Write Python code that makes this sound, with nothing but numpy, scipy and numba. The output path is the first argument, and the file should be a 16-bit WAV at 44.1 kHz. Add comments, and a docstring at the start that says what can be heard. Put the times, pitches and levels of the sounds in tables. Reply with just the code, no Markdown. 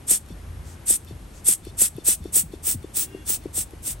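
"""An empty plastic bottle is squeezed eleven times, close to a phone in a small, quiet room.
Each squeeze pushes a hissing jet of air through the cap and dents the wall with a soft pop.
As the grip loosens, the plastic ticks, air is sucked back in and the wall springs out.
Underneath, the hands thump and rumble, the room murmurs and a far-off horn hoots once."""
import sys
import numpy as np
from scipy import signal
from scipy.fft import rfft, irfft
from scipy.io import wavfile
from scipy.ndimage import uniform_filter1d
from numba import njit

SR = 44100
rng = np.random.default_rng(int(sys.argv[2]) if len(sys.argv) > 2 else 0)


def file_out(sig):
    """Save sig as 16-bit WAV at sys.argv[1]."""
    # one column per channel
    cols = np.atleast_2d(sig).T
    # limit, then scale
    lim = np.clip(cols, -1, 1)
    pcm = np.round(lim * 32767).astype(np.int16)
    wavfile.write(sys.argv[1], SR, pcm)


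N = 176400

# Tone of the ringing cap, the broad jet and the highest hiss (pitch [Hz], relative level [dB])
CAP_TONE = [(3000, -36), (5500, -26), (7000, -9.5), (8000, 0.5), (8600, 3), (9300, -2.5), (10100, 3),
            (11000, 0.5), (12000, -8), (13200, -20), (16000, -23)]
JET_TONE = [(150, 3.5), (500, -9), (1100, -11), (1700, -8.5), (2700, -3.5), (3900, -1.5), (4800, -2),
            (6500, 4.5), (9000, -1), (13000, -22)]
HIGH_TONE = [(9000, -25), (12200, 6), (13200, 2), (14200, 7), (16000, 2)]
# Each squeeze and its mix (start [s], length [s], cap [dB], jet [dB], high hiss [dB], whistle [dB])
SQUEEZES = [(0.062, 0.13, -15.5, -27.5, -37, -60), (0.85, .130, -15.5, -29, -40, -58),
            (1.436, .130, -15, -28.5, -35, -52), (1.765, 0.13, -15, -27.5, -30, -44),
            (2.034, 0.13, -15.5, -27, -26.5, -51), (2.317, 0.12, -14.5, -28, -25, -24),
            (2.62, 0.14, -21.5, -32, -28, -29), (2.929, 0.14, -23, -32, -39, -24.5),
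            (3.244, 0.14, -24, -32, -45, -26), (3.521, 0.13, -24, -35, -35, -37),
            (3.811, 0.14, -28, -37.5, -35, -56)]
def air_puffs():
    """Pressure builds until the wall dents, then fades; the jet rings the cap and whistles on its edge."""
    t, out = clock(), 0
    sag_db_per_s, release_s = 38, 0.042
    surge_db, surge_width_s, full_dent_db = 6.5, 0.0095, -22.5
    cap = noise(response(CAP_TONE))
    jet = noise(response(JET_TONE) + undb(-2.5) * hollow_bottle())
    high = noise(response(HIGH_TONE))
    whistle = noise(resonance(15530, width_hz=380))
    for (start, length, cap_db, jet_db, high_db, whistle_db), (dent_s, dent_db) in zip(SQUEEZES, DENTS):
        rise = np.clip((t - start) / (dent_s - start), 0, 1) ** 1.78
        sag = undb(-sag_db_per_s * np.clip(t - dent_s, 0, 1))
        fall = np.clip((start + length - t) / release_s, 0, 1) ** 1.2
        flow = rise * sag * fall
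        # The pressure peaks just as the wall gives way.
        peak = np.exp(-((t - dent_s) / surge_width_s) ** 2)
        surge = undb(surge_db * undb(dent_db - full_dent_db) * peak)
        out += flow * (surge * (undb(cap_db) * cap + undb(high_db) * high) + undb(jet_db) * jet)
        out += flow ** 2.1 * undb(whistle_db) * whistle  # only a strong flow whistles
    flutter_db = 1.12 * wander(rate_hz=261.7)
    return out * undb(0.64 + flutter_db)


# Notes of the air in the bottle (pitch [Hz], width [Hz], relative level [dB])
BOTTLE_NOTES = [(2587, 57, -8), (3554, 20, 1), (4340, 160, -6.5), (5600, 84, -11), (8430, 63, -15)]
def hollow_bottle():
    """How strongly the air inside the bottle rings at each pitch."""
    return sum(undb(db) * resonance(hz, width) for hz, width, db in BOTTLE_NOTES)


# The wall caves in (time [s], level [dB])
DENTS = [(.1112, -24.5), (.9040, -23.5), (1.4862, -24), (1.8172, -23), (2.0840, -23.5), (2.3638, -25.5),
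         (2.6770, -34), (2.9729, -34.5), (3.2998, -29.5), (3.5778, -30), (3.8750, -37)]
def wall_dents():
    """The wall pops inward with a falling note."""
    return sum(-undb(db) * ring(start, 734, 206, glide_s=0.0029, attack_s=0.0012, decay_s=0.013)
               for start, db in DENTS)


# The wall springs back (time [s], level [dB])
REBOUNDS = [(0.302, -30.5), (1.107, -29), (1.6677, -22.5), (1.9812, -19), (2.2539, -18.5), (2.535, -20),
            (2.842, -21.5), (3.146, -20.5), (3.4554, -17), (3.7326, -28.5)]
def wall_rebounds():
    """The wall pops out again with a shorter, steadier note."""
    return sum(undb(db) * ring(start, 450, 348.5, glide_s=0.001, attack_s=0.0046, decay_s=0.0015)
               for start, db in REBOUNDS)


# Tone of the returning air (pitch [Hz], relative level [dB])
INTAKE_TONE = [(1000, -27), (2500, -11), (3600, 0), (4000, -7), (6000, -7), (8500, -3), (11500, -3),
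               (15000, -29)]
# Air is sucked back in (start [s], length [s], level [dB])
INTAKES = [(0.273, 0.065, -54.5), (1.06, 0.065, -53), (1.629, 0.083, -50), (1.94, 0.087, -53),
           (2.215, 0.092, -53.5), (2.515, 0.051, -51), (2.80, .07, -60.5), (3.403, .08, -60)]
def air_intakes():
    """Air hisses softly back through the cap and sings in the bottle."""
    air = noise(response(INTAKE_TONE) + undb(12.5) * hollow_bottle())
    return air * sum(undb(db) * swell(start, length) for start, length, db in INTAKES)


# Tone of a tick (pitch [Hz], relative level [dB])
TICK_TONE = [(1000, -4), (3500, 3), (6000, -7), (11000, 15), (16000, -26)]
# The plastic ticks (time [s], relative level [dB])
TICKS = [(0.262, -43), (0.287, -41), (1.048, -41), (1.086, -42), (1.651, -35), (1.966, -39), (2.241, -39),
         (2.524, -47), (2.8295, -43), (3.439, -44), (3.7085, -44)]
def plastic_ticks():
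    """The plastic gives tiny cracks as the grip loosens."""
    t, decay_s = clock(), 0.0012
    bursts = sum(undb(db) * (t >= start) * np.exp(-np.abs(t - start) / decay_s) for start, db in TICKS)
    return undb(2) * noise(response(TICK_TONE)) * bursts


# Soft knocks of the hands (time [s], final pitch [Hz], level [dB])
THUMPS = [(0.307, 160, -31), (0.317, 84, -37), (1.109, 162, -40.5), (1.128, 82.4, -30), (1.673, 77, -32),
          (1.950, 115, -28.5), (2.201, 149, -29), (2.210, 65, -26.5), (2.430, 154, -28), (2.454, 68, -32),
          (2.741, 214, -28.5), (2.751, 83.6, -21)]
# Tone of the rumble (pitch [Hz], relative level [dB])
RUMBLE_TONE = [(24, -31), (37, -17.5), (50, 5.5), (65, -4), (84, 4.5), (100, -10), (125, -11), (180, -21),
               (400, -69)]
# How the rumble rises and falls (time [s], level [dB])
RUMBLE_LEVELS = [(0, -46.5), (.22, -43.5), (0.308, -37.5), (.44, -39.5), (.55, -33.5), (.8, -43.5),
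                 (1.0, -45.5), (1.139, -36.5), (1.3, -47), (1.58, -49.5), (1.7, -38), (1.878, -46),
                 (2.15, -44.5), (2.23, -39.5), (2.35, -46.5), (2.48, -35.5), (2.68, -49.5), (2.78, -36.5),
                 (2.92, -49), (3.3, -44), (3.55, -42), (3.78, -39.5), (4, -44)]
def hands():
    """The hands make dull knocks and a low rumble."""
    knocks = sum(undb(db) * ring(start, hz * 1.96, hz, glide_s=0.0061, attack_s=0.0085, decay_s=0.014)
                 for start, hz, db in THUMPS)
    rumble_db = np.interp(clock(), *np.array(RUMBLE_LEVELS).T)
    return knocks + noise(response(RUMBLE_TONE)) * undb(rumble_db)


# Tone of the quiet room (pitch [Hz], relative level [dB])
ROOM_TONE = [(40, -3.5), (130, 3.5), (220, -1), (320, -2.5), (450, -9.5), (800, -12.5), (1500, -18),
             (3000, -21), (5000, -26.5), (7000, -25.5), (8600, -23), (10000, -21), (11500, -18.5),
             (12500, -42), (13500, -50), (15000, -58)]
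# Faint hisses (start [s], length [s], pitch [Hz], width [Hz], level [dB])
HISSES = [(0.64, 0.12, 8000, 3900, -51), (1.331, 0.086, 7500, 3500, -52.5), (0.18, 1, 1300, 1200, -58)]
def room_murmur():
    """The room murmurs steadily while a few faint hisses come and go."""
    hisses = sum(undb(db) * swell(start, length) * noise(resonance(hz, width))
                 for start, length, hz, width, db in HISSES)
    return undb(-46) * noise(response(ROOM_TONE)) + hisses


# The horn's two notes and their overtones (pitch [Hz], level [dB])
HORN_NOTES = [(310, -52.5), (391, -51), (1572, -66), (1863, -67), (2155, -62), (2775, -58), (3366, -62)]
def distant_horn():
    """A horn hoots once, far outside, its notes blurred by distance."""
    notes = sum(undb(db) * noise(resonance(hz, width_hz=19)) for hz, db in HORN_NOTES)
    return notes * swell(start=3.03, length=0.22)


def room_echo(x):
    """Sound bounces off the nearby hand and phone; the room's walls add a short, weak echo."""
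    t = clock()
    near_decay_s, tail_delay_s, tail_fade_s = 0.0063, 0.0028, 0.18
    near = noise(1) * np.exp(-t / near_decay_s)
    tail = noise(1) * undb(-60 * t / tail_fade_s) * (t > tail_delay_s)
    echoes = (undb(-8.5) * unit(near) + undb(-18) * unit(tail)) / np.sqrt(N)
    return x + signal.fftconvolve(x, echoes, axes=1)[:, :N]


def undb(db):
    """Turn decibels into a volume multiplier."""
    return 10 ** (np.asarray(db) / 20)


def unit(x):
    """Scale to an average power of 1."""
    return x / np.sqrt(np.mean(x ** 2))


def clock():
    """Time of every sample in seconds."""
    return np.arange(N) / SR


def pitches():
    """Every pitch in the spectrum, in Hz."""
    return np.arange(N // 2 + 1) * SR / N


def response(points):
    """Strength of every pitch, from a few (Hz, dB) points."""
    hz, db = np.array(points, float).T
    return undb(np.interp(np.log(pitches() + 1), np.log(hz), db))


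def resonance(hz, width_hz):
    """A steep peak that favours pitches near hz."""
    return 1 / (1 + ((pitches() - hz) / (.78 * width_hz)) ** 2)


# How much left and right differ (pitch [Hz], level against the shared sound [dB])
STEREO_SPREAD = [(60, -22), (300, -10), (700, -2.5), (1300, -3.5), (2500, -4), (5000, -8.5), (9000, -15),
                 (16000, -30)]
def noise(tone):
    """Noise with the given tone, partly different on the left and right."""
    shared, side = rfft(rng.standard_normal((2, N)))
    spread = side * response(STEREO_SPREAD) * np.array([[1], [-1]])
    return unit(irfft(tone * (shared + spread), N))


def wander(rate_hz):
    """A smooth random drift, about 1 in size."""
    hold = max(int(SR / rate_hz), 1)
    steps = np.repeat(rng.standard_normal(N)[:N // hold + 1], hold)
    return unit(uniform_filter1d(steps, hold)[:N])


def swell(start, length):
    """A rounded rise and fall."""
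    return np.abs(np.sin(np.pi * np.clip((clock() - start) / length, 0, 1))) ** .5


def ring(start, first_hz, last_hz, glide_s, attack_s, decay_s):
    """A fading note whose pitch slides as the wall relaxes."""
    t = np.arange(SR // 6) / SR
    cycles = last_hz * t + (first_hz - last_hz) * glide_s * (1 - np.exp(-t / glide_s))
    loudness = np.minimum(t / attack_s, 1) * np.exp(-np.maximum(t - attack_s, 0) / decay_s)
    note = loudness * np.sin(2 * np.pi * cycles)
    return np.pad(note, (int(start * SR), N))[:N]


@njit
def follow(x, attack_s, release_s):
    """Track the loudness, rising over attack_s and falling over release_s."""
    out, level = np.empty(len(x)), 0.
    for i in range(len(x)):
        level += (x[i] - level) / (SR * (attack_s if x[i] > level else release_s))
        out[i] = level
    return out


def auto_volume(x):
    """Loud puffs turn the volume down, so the background dips after them."""
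    threshold_db, ratio = -27, 1.31
    loudness = follow(np.abs(x).mean(axis=0), attack_s=0.013, release_s=0.12)
    return x * np.maximum(loudness / undb(threshold_db), 1) ** (1 / ratio - 1)


def scene():
    """The bottle and its echo, over the hands and the background."""
    bottle = air_puffs() + wall_dents() + wall_rebounds() + air_intakes() + plastic_ticks()
    return room_echo(bottle) + hands() + room_murmur() + distant_horn()


# How much louder the left microphone hears (pitch [Hz], level above the right [dB])
LEFT_BOOST = [(60, .5), (300, 2.5), (700, 3.5), (1500, 0.5), (3500, 1), (5200, 7), (6300, 5.5), (7100, 2),
              (8200, 1), (9500, 0)]
def record(dry):
    """The phone favours the left side, delays its treble, evens the volume and cuts the highest hiss."""
    hz = pitches()
    delay_s, in_step_hz, treble_hz, cutoff_hz = .000294, 8600, 7500, 16050
    treble = 1 / (1 + np.exp(-(hz - treble_hz) / 300))
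    lag = 2 * np.pi * delay_s * (hz - in_step_hz) * treble
    balance = np.sqrt(response(LEFT_BOOST))
    stereo = irfft(rfft(dry) * np.array([balance * np.exp(-1j * lag), 1 / balance]), N)
    high_cut = signal.ellip(10, .2, 80, cutoff_hz, fs=SR, output="sos")
    return signal.sosfilt(high_cut, auto_volume(stereo))


dry = scene()
out = record(dry)
file_out(out)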